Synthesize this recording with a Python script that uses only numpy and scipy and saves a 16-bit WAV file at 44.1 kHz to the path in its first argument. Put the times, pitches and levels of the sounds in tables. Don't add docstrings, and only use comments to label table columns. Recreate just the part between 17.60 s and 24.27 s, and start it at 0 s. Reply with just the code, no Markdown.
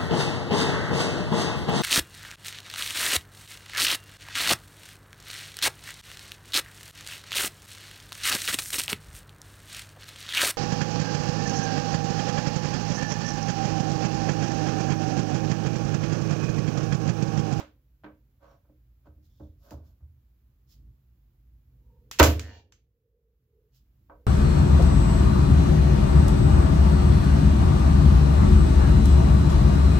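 import sys
import numpy as np
from scipy import signal
from scipy.fft import rfft, irfft, next_fast_len
from scipy.io import wavfile
from scipy.ndimage import uniform_filter1d, minimum_filter1d

SR = 44100
rng = np.random.default_rng(int(sys.argv[2]) if len(sys.argv) > 2 else 0)


def file_out(sig):
    cols = np.atleast_2d(sig).T
    lim = np.clip(cols, -1, 1)
    pcm = np.round(lim * 32767).astype(np.int16)
    wavfile.write(sys.argv[1], SR, pcm)


N = 294044
TIME_S = np.arange(N) / SR
AGE_S = np.arange(2 ** 15) / SR
FIRE_S, SHOT_LOW_HZ = 4.5982, 248

# t/s, crack/dB, ring/dB, boom/dB, low cut/Hz, high cut/Hz, graze re crack/dB
KNOCKS = [(0.007, -45.5, -51, -58, 207, 4170, 3), (0.443, -46.5, -47.5, -66, 180, 2400, -6),
          (1.05, -74.5, -78, -80, 300, 1500, -10), (1.096, -64, -65, -77, 150, 600, -10),
          (1.470, -62, -61.5, -50.5, 135, 990, -5), (1.578, -64.5, -71, -54, 100, 300, -10),
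          (1.805, -52.5, -50.5, -44.5, 100, 710, -1.5), (2.117, -44, -54.5, -40.5, 120, 875, -6.5),
          (2.406, -75.5, -75.5, -44.5, 150, 1200, -10), (6.497, -50, -48.5, -62, 540, 1170, -27)]
# t/s, level/dB, high cut/Hz, room/dB, ring re level/dB
CLICKS = [(0.004, -51.5, 8750, -1, -10), (2.108, -54, 11400, -5.5, -20), (4.513, -36, 10200, -0.5, -29),
          (4.795, -26, 8500, -3.5, -27), (5.1225, -47, 6900, -3.5, -4)]
# mid t/s, length/s, level/dB
SCRAPES = [(0.843, 0.08, -58), (0.91, 0.13, -60), (1.468, 0.049, -62), (2.09, 0.14, -61),
           (2.235, 0.28, -74.5)]
# mid t/s, length/s, level/dB, squeak f/Hz, squeak re level/dB
SWISHES = [(0.91, 0.15, -82.5, 5640, 0), (1.652, 0.063, -74, 3600, -21), (1.785, 0.3, -76, 3510, -7.5),
           (2.057, 0.13, -67.5, 11700, -8.5), (2.121, 0.062, -61, 4970, -12),
           (2.276, 0.11, -74.5, 11950, -4), (3.12, 0.086, -61, 5230, -14), (6.161, 0.077, -63.5, 2950, -17)]
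# mid t/s, length/s, level/dB
LEANS = [(1.994, 1.3, -60.5), (3.25, 0.34, -51), (4.602, 1.9, -54.5), (6.67, 1.13, -60)]
# mid t/s, length/s, level/dB, f/Hz
HUMS = [(4.44, 0.6, -71, 465), (5.562, 0.61, -66, 464.5), (5.993, 0.26, -65, 440.2), (6.66, 0.22, -68, 468)]

# f/Hz, level/dB, t60/s
WOOD_MODES = [(203, -4, .22), (275, -2, .28), (305, 3, .33), (337, -4, .28), (423, -1, .3), (500, -6, .33),
              (561, 3, .25), (640, -3, .22), (684, -3, .28), (937, -2, .2), (966, -5, .2), (1047, -7, .2),
              (1123, -2, .17), (1279, -4, .21), (1495, -4, .18), (1523, -3, .2), (1552, -7, .18),
              (2023, -6, .2), (2300, -8, .2), (2780, -11, .16)]
BENCH_MODES = [(55.5, -18, .4), (69, -3.5, 0.32), (76.8, 4, 0.48), (88, -7, 0.6), (101, -9.5, 0.61),
               (125.7, -8, 0.42)]
STEEL_MODES = [(2960, -10, .2), (5710, -10, .18), (6130, -6, .16), (6450, -3, .22), (7400, -3, .15),
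               (12630, -4, .23), (14390, -10, .24)]
SPRING_MODES = [(700, -5, .15), (820, -4, .15), (930, -6, .14), (1850, -3, .05), (2370, -3, .06),
                (2850, 4, .025), (4430, 3, .017)]
HOUSING_MODES = [(133.2, -0.5, 0.38), (205.7, -4, 0.41), (305, 3, 0.23), (468, -13, 0.16), (568, -10, 0.17),
                 (1560, -4.5, .22)]

# f/Hz, level/dB
WOOD_SPECTRUM = [(40, -22), (150, -9), (280, 1), (370, -6), (450, -1), (620, 2), (780, -5), (1000, -2.5),
                 (1600, -6), (1900, -10), (3000, -12), (7000, -14), (16000, -21)]
STEEL_SPECTRUM = [(60, -20), (400, -11), (900, -9), (1400, -1.5), (2000, -2), (2700, 0.5), (3600, -2),
                  (5000, -1), (7500, 0), (11000, -3), (16000, -3)]
SPRING_SPECTRUM = [(100, -8.5), (800, -0.5), (1300, -6.5), (2400, -9), (2900, 1.5), (3500, -2.5),
                   (4400, -3.5), (7000, -6.5), (9000, -32), (16000, -20)]
SCRAPE_SPECTRUM = [(80, -10), (350, -14), (600, -0.5), (780, -7), (1100, -4.5), (1550, -10), (1900, -20.5),
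                   (4000, -24), (16000, -39)]
SKIN_SPECTRUM = [(200, -28), (2200, -14.5), (3300, -4.5), (5500, -0.5), (7500, -5.5), (11000, -7.5),
                 (16000, -5)]
RUMBLE_SPECTRUM = [(15, -29), (32, -17), (45, -5), (57, 5.5), (75, -6), (100, -12), (125, -4.5),
                   (160, -19.5), (220, -20.5), (320, -27.5), (500, -46), (1500, -62)]
HISS_SPECTRUM = [(30, 7), (300, 12.5), (700, 3), (1500, 1.5), (3000, -2), (7000, -7), (9000, -0.5),
                 (12000, 0), (15500, 0.5)]
MIC_RESPONSE = [(5, -40), (22, -13), (42, 1), (7500, -2), (8300, -15), (9000, -18), (10000, -9),
                (12000, -2.5), (15500, 2), (16300, -13)]

# f/Hz, t60/s
ROOM_T60 = [(80, 0.86), (300, 0.33), (1000, 0.24), (3000, 0.29), (7000, 0.22), (15000, .26)]
# f/Hz, coherence/1
DIRECT_COHERENCE = [(100, 1), (300, .93), (700, .85), (1600, .55), (4000, .2), (12000, 0)]
DIFFUSE_COHERENCE = [(80, .97), (300, .8), (650, .4), (1400, 0), (16000, 0)]
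# f/Hz, left minus right/dB
BALANCE = [(60, -1.15), (600, -3), (2000, -0.5), (5000, -2.5), (12000, -2.5)]


def nail(shove_gap_s=0.0033):
    out = np.zeros((2, N))
    for k in range(3):
        shove = wood_crack(db=-1.5 - 2.5 * k, low_hz=SHOT_LOW_HZ, high_hz=4500 * 0.5 ** k, room_db=-1.5)
        add(out, FIRE_S + k * shove_gap_s, shove)
    block = wood_ring(db=2.5, low_hz=SHOT_LOW_HZ, high_hz=2800, spread_s=0.004)
    add(out, FIRE_S + shove_gap_s, block)
    add(out, FIRE_S + 0.004, bench_boom(db=-2))
    return out


def plunger(run_up_s=0.0102, growth_db_per_s=1899.5):
    out = np.zeros((2, N))
    for k in range(3):
        lead_s = run_up_s * (1 - k / 3) ** 1.35
        db = -12 - growth_db_per_s * lead_s
        add(out, FIRE_S - lead_s, steel_click(db, t60_s=0.037, high_hz=9300, room_db=-1.5, ring_db=-19.5))
    add(out, FIRE_S, steel_click(db=-10, t60_s=0.016, high_hz=16000, room_db=-4, ring_db=-21))
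    return out


def recoil(drop_s=FIRE_S + 0.031, clatter_gap_s=0.0072):
    out = np.zeros((2, N))
    add(out, drop_s, wood_crack(db=-10.5, low_hz=SHOT_LOW_HZ, high_hz=2550))
    for k in range(3):
        clatter = steel_click(-7.5 - 3 * k, t60_s=0.026, high_hz=14100 * 0.85 ** k, room_db=-1, ring_db=-10)
        add(out, drop_s + k * clatter_gap_s, clatter)
    return out


def spring(start_s=4.8, stop_s=5.0, fade_s=0.029, surge_hz=103, ping_hz=1780):
    gate = (1 + np.tanh((TIME_S - start_s) / fade_s)) * (1 - np.tanh((TIME_S - stop_s) / fade_s)) / 4
    surges = np.diff(np.floor(surge_hz * TIME_S), prepend=0) * rng.uniform(0.7, 1.3, N)
    ping = decay(t60_s=0.0096) * np.sin(2 * np.pi * ping_hz * AGE_S)
    pings = unit_rms(signal.oaconvolve(surges, ping)[:N]) * np.clip((stop_s - TIME_S) / 0.13, 0, 1)
    buzz = unit_rms(colour(convolve(surges[None], room_tail()), SPRING_SPECTRUM))
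    slide = coloured_noise(DIFFUSE_COHERENCE, SPRING_SPECTRUM)
    song = rubbed_modes(SPRING_MODES) * np.clip((TIME_S - start_s) / 0.092, 0, 1)
    chatter = amp(-45) * pings + amp(-54) * buzz + amp(-52) * slide + amp(-49) * song
    return in_room(gate * chatter, room_db=-6)


def clicks(t60_s=0.017):
    out = np.zeros((2, N))
    for t_s, db, high_hz, room_db, ring_db in CLICKS:
        add(out, t_s, steel_click(db, t60_s, high_hz, room_db, ring_db))
    return out


def knocks(graze_lead_s=0.007, weight_lag_s=0.014, first_gap_s=0.0196, bounce_db=-5.5):
    out = np.zeros((2, N))
    for t_s, crack_db, ring_db, boom_db, low_hz, high_hz, graze_db in KNOCKS:
        add(out, t_s - graze_lead_s, wood_crack(crack_db + graze_db, low_hz, high_hz))
        add(out, t_s, amp(ring_db) * ring(HOUSING_MODES, low_hz, high_hz))
        add(out, t_s + weight_lag_s, bench_boom(boom_db))
        for k in range(3):
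            dulled_hz = high_hz * 0.8 ** k
            landing = wood_crack(crack_db, low_hz, dulled_hz) + wood_ring(ring_db, low_hz, dulled_hz)
            add(out, t_s, amp(k * bounce_db) * landing)
            t_s += first_gap_s * 0.85 ** k
    return out


def wood_crack(db, low_hz, high_hz, t60_s=0.06, room_db=-2):
    return amp(db) * crack(WOOD_SPECTRUM, t60_s, low_hz, high_hz, room_db)


def wood_ring(db, low_hz, high_hz, spread_s=0.005):
    return amp(db) * unit_blow(ring(WOOD_MODES, low_hz, high_hz) * rise(spread_s))


def bench_boom(db, swell_s=0.0067, low_hz=46):
    highpass = signal.butter(4, low_hz, "high", fs=SR, output="sos")
    return amp(db) * signal.sosfilt(highpass, ring(BENCH_MODES) * rise(swell_s))


def steel_click(db, t60_s, high_hz, room_db, ring_db):
    tone = unit_blow(ring(STEEL_MODES, 0.48 * high_hz, high_hz))
    return amp(db) * (crack(STEEL_SPECTRUM, t60_s, 0, high_hz, room_db) + amp(ring_db) * tone)


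def scrapes(modes_db=2):
    pressure = sum(amp(db) * swell(t_s, length_s) for t_s, length_s, db in SCRAPES)
    tone = unit_rms(colour(rubbed_modes(WOOD_MODES), SCRAPE_SPECTRUM))
    rasp = unit_rms(friction(SCRAPE_SPECTRUM) + amp(modes_db) * tone)
    return in_room(pressure * rasp, room_db=-4)


def swishes():
    hiss = friction(SKIN_SPECTRUM)
    out = np.zeros((2, N))
    for t_s, length_s, db, squeak_hz, squeak_db in SWISHES:
        squeak = amp(squeak_db) * fuzzy_tone(squeak_hz, width_hz=450)
        out += amp(db) * swell(t_s, length_s) * (hiss + squeak)
    return in_room(out, room_db=-4)


def background(hum_width_hz=70):
    hiss = amp(-76) * coloured_noise(DIFFUSE_COHERENCE, HISS_SPECTRUM)
    lean_power = sum((amp(db) * swell(t_s, length_s)) ** 2 for t_s, length_s, db in LEANS)
    rumble = np.sqrt(amp(-62) ** 2 + lean_power) * coloured_noise(DIRECT_COHERENCE, RUMBLE_SPECTRUM)
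    times_s, _, _, pitches_hz = np.transpose(HUMS)
    hum_hz = np.interp(TIME_S, times_s, pitches_hz)
    hum_gain = sum(amp(db) * swell(t_s, length_s) for t_s, length_s, db, _ in HUMS)
    hum = hum_gain * fuzzy_tone(hum_hz, hum_width_hz)
    octave = amp(-78) * swell(mid_s=4.33, length_s=0.22) * fuzzy_tone(2 * hum_hz, hum_width_hz)
    return hiss + rumble + hum + octave


def crack(spectrum, t60_s, low_hz, high_hz, room_db):
    direct = unit_blow(noise_pair(DIRECT_COHERENCE, len(AGE_S)) * decay(t60_s))
    blow = colour(direct + amp(room_db) * room_tail(), spectrum, low_hz, high_hz)
    return unit_blow(blow) * np.hypot(1, amp(room_db))


def ring(modes, low_hz=0, high_hz=SR):
    out = np.zeros((2, len(AGE_S)))
    for k, (hz, db, t60_s) in enumerate(modes):
        skew_rad = (-1) ** k * np.arccos(lookup(DIRECT_COHERENCE, hz)) / 2
        tone = np.sin(2 * np.pi * hz * AGE_S + np.array([[skew_rad], [-skew_rad]]))
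        out += amp(db + contact_db(hz, low_hz, high_hz)) * decay(t60_s) * tone
    return out


def contact_db(hz, low_hz, high_hz):
    return -10 * np.log10((1 + (hz / high_hz) ** 6) * (1 + (low_hz / (hz + 1)) ** 6))


def friction(spectrum, grain_db=2):
    grains = amp(grain_db * unit_rms(uniform_filter1d(rng.standard_normal(N), size=90)))
    return unit_rms(colour(noise_pair(DIRECT_COHERENCE, N) * grains, spectrum))


def rubbed_modes(modes):
    return unit_rms(convolve(noise_pair(DIFFUSE_COHERENCE, N), ring(modes)))


def fuzzy_tone(hz, width_hz):
    lowpass = signal.butter(2, width_hz / 2, fs=SR, output="sos")
    waver = signal.sosfilt(lowpass, rng.standard_normal((2, N)))
    phase_rad = 2 * np.pi * np.cumsum(hz * np.ones(N)) / SR
    return unit_rms(waver[0] * np.cos(phase_rad) + waver[1] * np.sin(phase_rad))


def room_tail(build_s=0.002):
    hz, t_s, bands = signal.stft(noise_pair(DIFFUSE_COHERENCE, len(AGE_S)), SR, nperseg=256)
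    _, tail = signal.istft(bands * amp(-60 * t_s / lookup(ROOM_T60, hz)[:, None]), SR)
    return unit_blow(tail[:, :len(AGE_S)] * rise(build_s))


def in_room(x, room_db):
    tail = room_tail()
    return x + amp(room_db) * convolve(x, tail / np.linalg.norm(tail[0]))


def noise_pair(coherence, size):
    n_fft = next_fast_len(size, True)
    mid, side = rfft(rng.standard_normal((2, n_fft)))
    alike = lookup(coherence, np.fft.rfftfreq(n_fft, 1 / SR))
    mid, side = mid * np.sqrt((1 + alike) / 2), side * np.sqrt((1 - alike) / 2)
    return irfft(np.array([mid + side, mid - side]), n_fft)[:, :size]


def coloured_noise(coherence, spectrum):
    return unit_rms(colour(noise_pair(coherence, N), spectrum))


def colour(x, spectrum, low_hz=0, high_hz=SR, n_fft=8192):
    hz = abs(np.fft.fftfreq(n_fft, 1 / SR))
    log_gain = np.log(amp(lookup(spectrum, hz) + contact_db(hz, low_hz, high_hz)) + 1e-5)
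    taps = np.fft.ifft(np.exp(signal.hilbert(log_gain).conj())).real[:n_fft // 2]
    return convolve(x, taps[None])


def convolve(x, response):
    return signal.oaconvolve(x, response, axes=1)[:, :x.shape[1]]


def lookup(table, hz):
    table_hz, values = np.transpose(table)
    return np.interp(np.log(hz + 1), np.log(table_hz + 1), values)


def swell(mid_s, length_s):
    return np.exp(-8 * ((TIME_S - mid_s) / length_s) ** 2)


def rise(tau_s):
    return 1 - np.exp(-AGE_S / tau_s)


def decay(t60_s):
    return amp(-60 * AGE_S / t60_s)


def amp(db):
    return 10 ** (np.asarray(db) / 20)


def unit_rms(x):
    return x / np.sqrt(np.mean(x ** 2) + 1e-20)


def unit_blow(x):
    return unit_rms(x) * np.sqrt(0.01 * SR / x.shape[-1])


def add(mix, t_s, sound):
    part = mix[:, max(round(t_s * SR), 0):][:, :sound.shape[1]]
    part += sound[:, :part.shape[1]]


def scene():
    shot = plunger() + nail() + recoil() + spring()
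    mix = shot + knocks() + clicks() + scrapes() + swishes() + background()
    n_fft = next_fast_len(N + len(AGE_S), True)
    left_db = lookup(BALANCE, np.fft.rfftfreq(n_fft, 1 / SR)) / 2
    return irfft(rfft(mix, n_fft) * amp([left_db, -left_db]), n_fft)[:, :N]


def record(dry, limit_db=-8, hold_s=0.98, recover_db_per_s=13, edge_hz=16400):
    x = colour(dry, MIC_RESPONSE)
    power_db = 10 * np.log10(abs(uniform_filter1d((x ** 2).mean(0), size=300)) + 1e-12)
    needed_gain_db = np.minimum(limit_db - power_db, 0)
    hold_n = int(hold_s * SR)
    held_cut_db = -minimum_filter1d(needed_gain_db, hold_n, origin=(hold_n - 1) // 2, mode="constant")
    recovery_db = TIME_S * recover_db_per_s
    cut_db = np.maximum.accumulate(held_cut_db + recovery_db) - recovery_db
    x = np.tanh(x / amp(cut_db))
    lowpass = signal.firwin(255, edge_hz, window=("kaiser", 9), fs=SR)
    return signal.oaconvolve(x, lowpass[None], "same", axes=1)


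dry = scene()
out = record(dry)
file_out(out)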